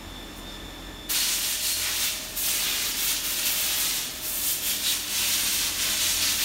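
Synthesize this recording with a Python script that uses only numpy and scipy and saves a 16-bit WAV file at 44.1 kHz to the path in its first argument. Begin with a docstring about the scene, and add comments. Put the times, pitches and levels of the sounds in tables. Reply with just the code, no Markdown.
"""A jet of compressed air opens after a second and hisses in uneven bursts, ringing the edges and
hollows it sweeps over. Behind it an induction heater keeps a bar glowing: its inverter whines, rippled
by the mains, over a droning pump and fans. One hand-held microphone moves slowly through the
hard-walled workshop, so the tones swell and fade and the reflections comb the hiss."""
import sys
import numpy as np
from scipy import signal
from scipy.fft import rfft, irfft, next_fast_len
from scipy.io import wavfile

SR = 44100
rng = np.random.default_rng(int(sys.argv[2]) if len(sys.argv) > 2 else 0)


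def materialize(psi):
    """Save the field psi as 16-bit PCM at rate SR to the path in sys.argv[1].

    A 1-D psi becomes a single channel; in a 2-D psi each row is a channel.
    """
    bounded = np.clip(np.atleast_2d(psi).T, -1, 1)
    quanta = np.round(bounded * 32767).astype(np.int16)
    wavfile.write(sys.argv[1], SR, quanta)


N = 284004
TIME = np.arange(N) / SR


def air_jet(level_db=0.8, leak_db=-38, flutter_db=0.28, flicker_rate=14):
    """Big eddies rush on surfaces, small ones sizzle at the nozzle, the shortest waves form a beam."""
    # colour of the hiss: f/Hz, relative density/dB
    spectrum = [(400, -18.5), (800, -12.5), (1300, -8.5), (2000, -5.5), (2700, -1), (3600, 0),
                (4500, -0.76), (6200, -1.46), (8700, -3.5), (11500, -6), (13500, -7.5), (15600, -8.5)]
    # bursts of air: start/s, attack/s, length/s, level/dB, sizzle/dB, beam towards the microphone/dB
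    bursts = [(1.082, 0.02, 0.041, -28, 2.5, 5), (1.132, 0.014, 0.23, -25.5, 0.5, -1.5),
              (1.376, 0.079, 0.15, -27.5, 2.5, -2.5), (1.566, 0.095, 0.15, -27.5, 5.5, -2),
              (1.739, 0.08, 0.3, -28, -1.5, 2), (1.988, 0.063, 0.057, -26, 3, -3),
              (2.355, 0.022, 0.035, -33.5, 7, 8), (2.384, 0.094, 0.13, -26, 3, 0),
              (2.508, 0.047, 0.39, -28.0, -2, 3.5), (2.944, 0.056, 0.1, -28, 0.5, 7.5),
              (3.038, 0.04, 0.082, -26, 1.5, 2), (3.218, 0.035, 0.094, -29, 1.5, 4),
              (3.33, 0.063, 0.11, -29.5, 0.5, 3), (3.428, 0.034, 0.059, -26.5, 0.5, 8.5),
              (3.513, 0.094, 0.33, -27.5, 1, 4), (3.737, 0.12, 0.25, -28.5, 1.5, -1),
              (4.205, 0.057, 0.24, -35, 7, 5), (4.383, 0.1, 0.11, -28, 7, 0),
              (4.602, 0.075, 0.12, -28, 3.5, 4), (4.793, 0.075, 0.139, -26.5, 2.5, -0.5),
              (5.03, 0.137, 0.267, -26, 0.5, 1), (5.294, 0.041, 0.371, -26.0, 0.0, 0),
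              (5.716, 0.11, 0.22, -25, -1.0, -1.0), (5.931, 0.096, 0.19, -24.5, 1.5, -2.5),
              (6.133, 0.091, 0.2, -25.0, -1.5, 0), (6.346, 0.078, 0.085, -24.5, -1, 2)]
    # bands of eddies (rush, body, sizzle, beam); the more a burst sizzles, the less it rushes:
    # release/(dB/s), share of the sizzle, share of the beam, leak lift/dB, flicker/dB
    eddies = [(92, -0.58, 0.29, 3, 0.8), (76, -0.12, 0, 0, 0.66), (96, 0.91, 0, 0, 0.87),
              (114, 1, 0.98, 2.5, 1.5)]
    # crossovers between the bands: f/Hz
    crossovers = [2170, 6900, 11800]
    hiss = noise(lambda hz: from_db(at_hz(spectrum, hz)) * hz / (hz + 100))
    highs = [hiss] + [above(hiss, hz) for hz in crossovers] + [0]
    out = np.zeros(N)
    for k, (release, sizzle_share, beam_share, lift_db, flicker_db) in enumerate(eddies):
        power = from_db(leak_db + lift_db) ** 2  # the open valve leaks between bursts
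        for start_s, attack_s, length_s, db, sizzle_db, beam_db in bursts:
            gain = from_db(db + sizzle_share * sizzle_db + beam_share * beam_db)
            power += (gain * burst_envelope(start_s, attack_s, length_s, release)) ** 2
        band = highs[k] - highs[k + 1]
        out += band * np.sqrt(power) * from_db(flicker_db * drift(flicker_rate))
    return out * from_db(level_db + flutter_db * drift(130))


def burst_envelope(start_s, attack_s, length_s, release_db_per_s):
    """A burst rises, holds, and dies away in the room."""
    age = TIME - start_s
    return np.clip(age / attack_s, 0, 1) * from_db(-release_db_per_s * np.maximum(age - length_s, 0))


def ringing_edges():
    """Edges and hollows ring as the jet sweeps over them."""
    # resonances: centre t/s, half length/s, f/Hz, width/Hz, level/dB
    edges = [(1.19, 0.068, 4300, 260, -31.5), (1.71, 0.069, 4260, 320, -33), (1.875, 0.031, 1920, 500, -36),
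             (1.875, 0.032, 1190, 500, -41), (2.08, 0.047, 2920, 1000, -34.5), (2.68, 0.12, 2500, 400, -39),
             (2.7, 0.055, 3450, 400, -35), (3.78, 0.15, 3320, 250, -41), (4.70, 0.058, 3360, 400, -36),
             (4.885, 0.04, 3770, 520, -26.5), (5.24, 0.032, 2800, 110, -32), (5.4, 0.14, 9000, 700, -35.5),
             (6.25, 0.036, 4580, 400, -32), (6.2, 0.23, 6740, 900, -36)]
    return blown(edges)


def blown(rows):
    """Turbulence rings a resonance for as long as the air passes over it."""
    out = np.zeros(N)
    for centre_s, half_s, hz, width_hz, db in rows:
        radius = np.exp(-np.pi * width_hz / SR)
        poles = [1, -2 * radius * np.cos(2 * np.pi * hz / SR), radius * radius]
        ring = signal.lfilter([1, 0, -1], poles, rng.standard_normal(N))
        out += from_db(db) * rms_one(ring) * bump(centre_s, half_s)
    return out


def reflections(x, share=0.19, sway_s=.00015):
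    """Nearby surfaces comb the sound, and the combs slide as nozzle and hand move."""
    # bounces off floor, cabinet and wall: delay/s
    bounces = [.0022, .0047, .0083]
    out = x.copy()
    for delay_s in bounces:
        late = np.round(np.arange(N) - SR * (delay_s + sway_s * drift(.7))).astype(int)
        out += share * x[np.clip(late, 0, N - 1)]
    return out / np.sqrt(1 + len(bounces) * share ** 2)


def inverter(whine_hz=1763.3, mains_hz=49.1, level_db=-0.6, sideband_db=-3.0, odd_db=-3.5, upper_db=1.0):
    """Mains ripple puts sidebands round the whine's partials; each fades in the room's standing waves."""
    # partials of the whine: multiple, level/dB, sideband reach/Hz, share of the swell
    partials = [(1, -56, 60, 0.5), (2, -49.5, 130, 1), (3, -58.5, 100, 0.1), (4, -62.5, 290, 0),
                (5, -75, 150, 0), (7, -70, 150, 0)]
    # swell as the microphone moves: t/s, level/dB
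    swell = [(0, -3), (.2, 2.5), (.36, -5), (.55, 3), (.75, 0.5), (1.1, 2), (2.3, -5), (3.5, -3.5),
             (6.44, 6)]
    # one sideband flares briefly: centre t/s, half length/s, multiple, mains steps above it, lift/dB
    flare = (0.48, 0.046, 2, 2, 11.6)
    swell_db, = in_time(swell)
    flare_s, half_s, flare_multiple, flare_step, flare_db = flare
    out = np.zeros(N)
    for multiple, db, reach_hz, share in partials:
        gain = from_db(db + level_db + share * swell_db)
        for step in np.arange(-6, 7):
            offset_hz = step * mains_hz
            if abs(offset_hz) > 3 * reach_hz:
                continue
            # rectified mains ripples mostly at twice its rate, so the even sidebands lead;
            # pitch and strength ripple together, so the upper ones are the louder
            ripple_db = sideband_db * (step != 0) + odd_db * (step % 2) + upper_db * np.sign(step)
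            if (multiple, step) == (flare_multiple, flare_step):
                ripple_db += flare_db * bump(flare_s, half_s)
            line = tone(multiple * whine_hz + offset_hz, wander_hz=2.38, waver_db=3.5, rate=21.4)
            out += gain * from_db(ripple_db) * np.exp(-abs(offset_hz) / reach_hz) * line
    return out


def machines(pump_hz=42.8, air_db=-44.5, drone_db=-1.5):
    """The pump throbs and the cabinets rumble, louder or softer as the microphone moves among them."""
    # level rides: t/s, pump throb/dB, its octave/dB, cabinet rumble/dB (taken about its mean)
    nearness = [(0.0, -55, -61, -45.5), (0.07, -48, -43, -45), (0.16, -47, -56.5, -44.5),
                (0.9, -46.5, -53.5, -45), (1.16, -51, -65, -47), (1.79, -54, -51, -50),
                (2.37, -50.5, -62, -47.5), (5.11, -54, -58.5, -46.5), (6.22, -53, -47.5, -46.5),
                (6.44, -53, -57, -48.5)]
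    throb_db, octave_db, rumble_db = in_time(nearness)
    throb = from_db(throb_db) * tone(pump_hz, wander_hz=0.83, waver_db=1.0, rate=5.7)
    octave = from_db(octave_db) * tone(2 * pump_hz, wander_hz=0.75, waver_db=1.9, rate=4.4)
    rumble = from_db(drone_db) * drone() + from_db(air_db) * cooling_air()
    return throb + octave + from_db(rumble_db - rumble_db.mean()) * rumble


def drone(turn_s=(4.2, 4.7)):
    """Pump, fans and cabinets hum; the balance shifts as the microphone turns to the cabinets."""
    # hum tones: f/Hz, level/dB, waver/dB, change with the turn/dB
    hums = [(129.2, -59, 1.5, -5), (172, -63.5, 3, 3.5), (200, -57, 3.5, 4.5), (247, -64, 16, 0),
            (261.4, -57.5, 3, -7), (298.6, -55.5, 3.5, 4), (330.5, -57.5, 0.5, -11), (419, -65, 9, -2),
            (580, -62, 2, -0.5)]
    turned = np.interp(TIME, turn_s, [0, 1])
    return sum(from_db(db + turn_db * turned) * tone(hz, wander_hz=2.58, waver_db=waver_db, rate=7.1)
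               for hz, db, waver_db, turn_db in hums)


def cooling_air():
    """Air rushes through the cabinets and lays a dark bed of noise under the workshop."""
    # colour of the bed: f/Hz, relative density/dB
    spectrum = [(25, -22), (45, 6), (75, -0.5), (140, -5.5), (220, -1.5), (320, -0.5), (480, -6),
                (900, -6.5), (1600, -10.5), (3000, -12), (6000, -18.5), (9000, -21.5), (12700, -22),
                (15600, -31)]
    return noise(lambda hz: from_db(at_hz(spectrum, hz)) * hz ** 4 / (hz ** 4 + 18 ** 4))


def fan(note_hz=628):
    """A fan sings one note that swells and fades in the room's standing waves."""
    # level ride of the note: t/s, level/dB
    swell = [(0, -71), (.5, -65), (.75, -55.5), (3.0, -55), (4.3, -53.5), (4.8, -57), (5.1, -64),
             (5.65, -70), (5.85, -54), (6.44, -64)]
    note_db, = in_time(swell)
    return from_db(note_db) * tone(note_hz, wander_hz=0.42, waver_db=3.5, rate=1.68)


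def faint_puffs():
    """Brief, airy puffs sound before the jet opens."""
    # puffs: centre t/s, half length/s, f/Hz, width/Hz, level/dB
    puffs = [(.385, 0.02, 9000, 2500, -49), (.385, .022, 14500, 3000, -53), (.53, .05, 4600, 1500, -51)]
    return blown(puffs)


def tone(hz, wander_hz, waver_db, rate):
    """A sine of unit power whose pitch wanders and whose level sways within bounds."""
    phase = 2 * np.pi * (rng.random() + np.cumsum(hz + wander_hz * drift(rate)) / SR)
    return rms_one(np.sin(phase) * from_db(2 * waver_db * np.tanh(drift(rate) / 2)))


def drift(rate, hop=100):
    """Smooth random motion of spread 1 that changes about rate times a second."""
    pole = np.exp(-2 * hop * np.pi * rate / SR)
    slow = signal.lfilter([1], [1, -2 * pole, pole * pole], rng.standard_normal(N // hop + 1002))[1000:]
    return np.interp(np.arange(N) / hop, np.arange(len(slow)), rms_one(slow))


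def bump(centre_s, half_s):
    """A bell-shaped fade in and out."""
    return np.exp(-.5 * ((TIME - centre_s) / half_s) ** 2)


def noise(gain_at):
    """Coloured noise of unit power."""
    return rms_one(shaped(rng.standard_normal(N), gain_at))


def above(x, edge_hz):
    """The part of a sound above a soft crossover."""
    return shaped(x, lambda hz: 1 - 1 / (1 + (hz / edge_hz) ** 8))


def shaped(x, gain_at):
    """Filter by a gain given as a function of frequency."""
    size = next_fast_len(N + SR // 10)
    hz = np.arange(size // 2 + 1) * SR / size
    return irfft(rfft(x, size) * gain_at(hz), size)[:N]


def at_hz(points, hz):
    """A spectrum read on a log-frequency axis."""
    knots, db = np.transpose(points)
    return np.interp(np.log(hz + 1e-9), np.log(knots), db)


def in_time(rows):
    """Each column of a curve at every sample."""
    times, *columns = np.transpose(rows)
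    return [np.interp(TIME, times, column) for column in columns]


def from_db(db):
    """Decibels to gain."""
    return 10 ** (np.asarray(db) / 20)


def rms_one(x):
    """Scale to unit power."""
    return x / np.sqrt(np.mean(x ** 2) + 1e-20)


def scene(valve_opens_s=1.0844, valve_travel_s=0.016):
    """The valve lets the jet in over the running heater; both channels are alike."""
    valve = np.clip((TIME - valve_opens_s) / valve_travel_s, 0, 1)
    jet = reflections(valve * (air_jet() + ringing_edges()))
    sound = jet + faint_puffs() + inverter() + machines() + fan()
    return np.array([sound, sound])


def record(dry, cutoff_hz=15820):
    """The microphone port cuts hollows into the treble; the top is cut steeply."""
    # three dips and a slight peak of the port: f/Hz, width/Hz, gain/dB
    port = [(4970, 200, -3.5), (7750, 310, -4), (10480, 570, -5), (13400, 700, 1)]

    def response(hz):
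        port_db = sum(db / (1 + (2 * (hz - centre_hz) / width_hz) ** 2)
                      for centre_hz, width_hz, db in port)
        return from_db(port_db) * np.clip((cutoff_hz - hz) / 80, 0, 1)
    return np.array([shaped(channel, response) for channel in dry])


dry = scene()
out = record(dry)
materialize(out)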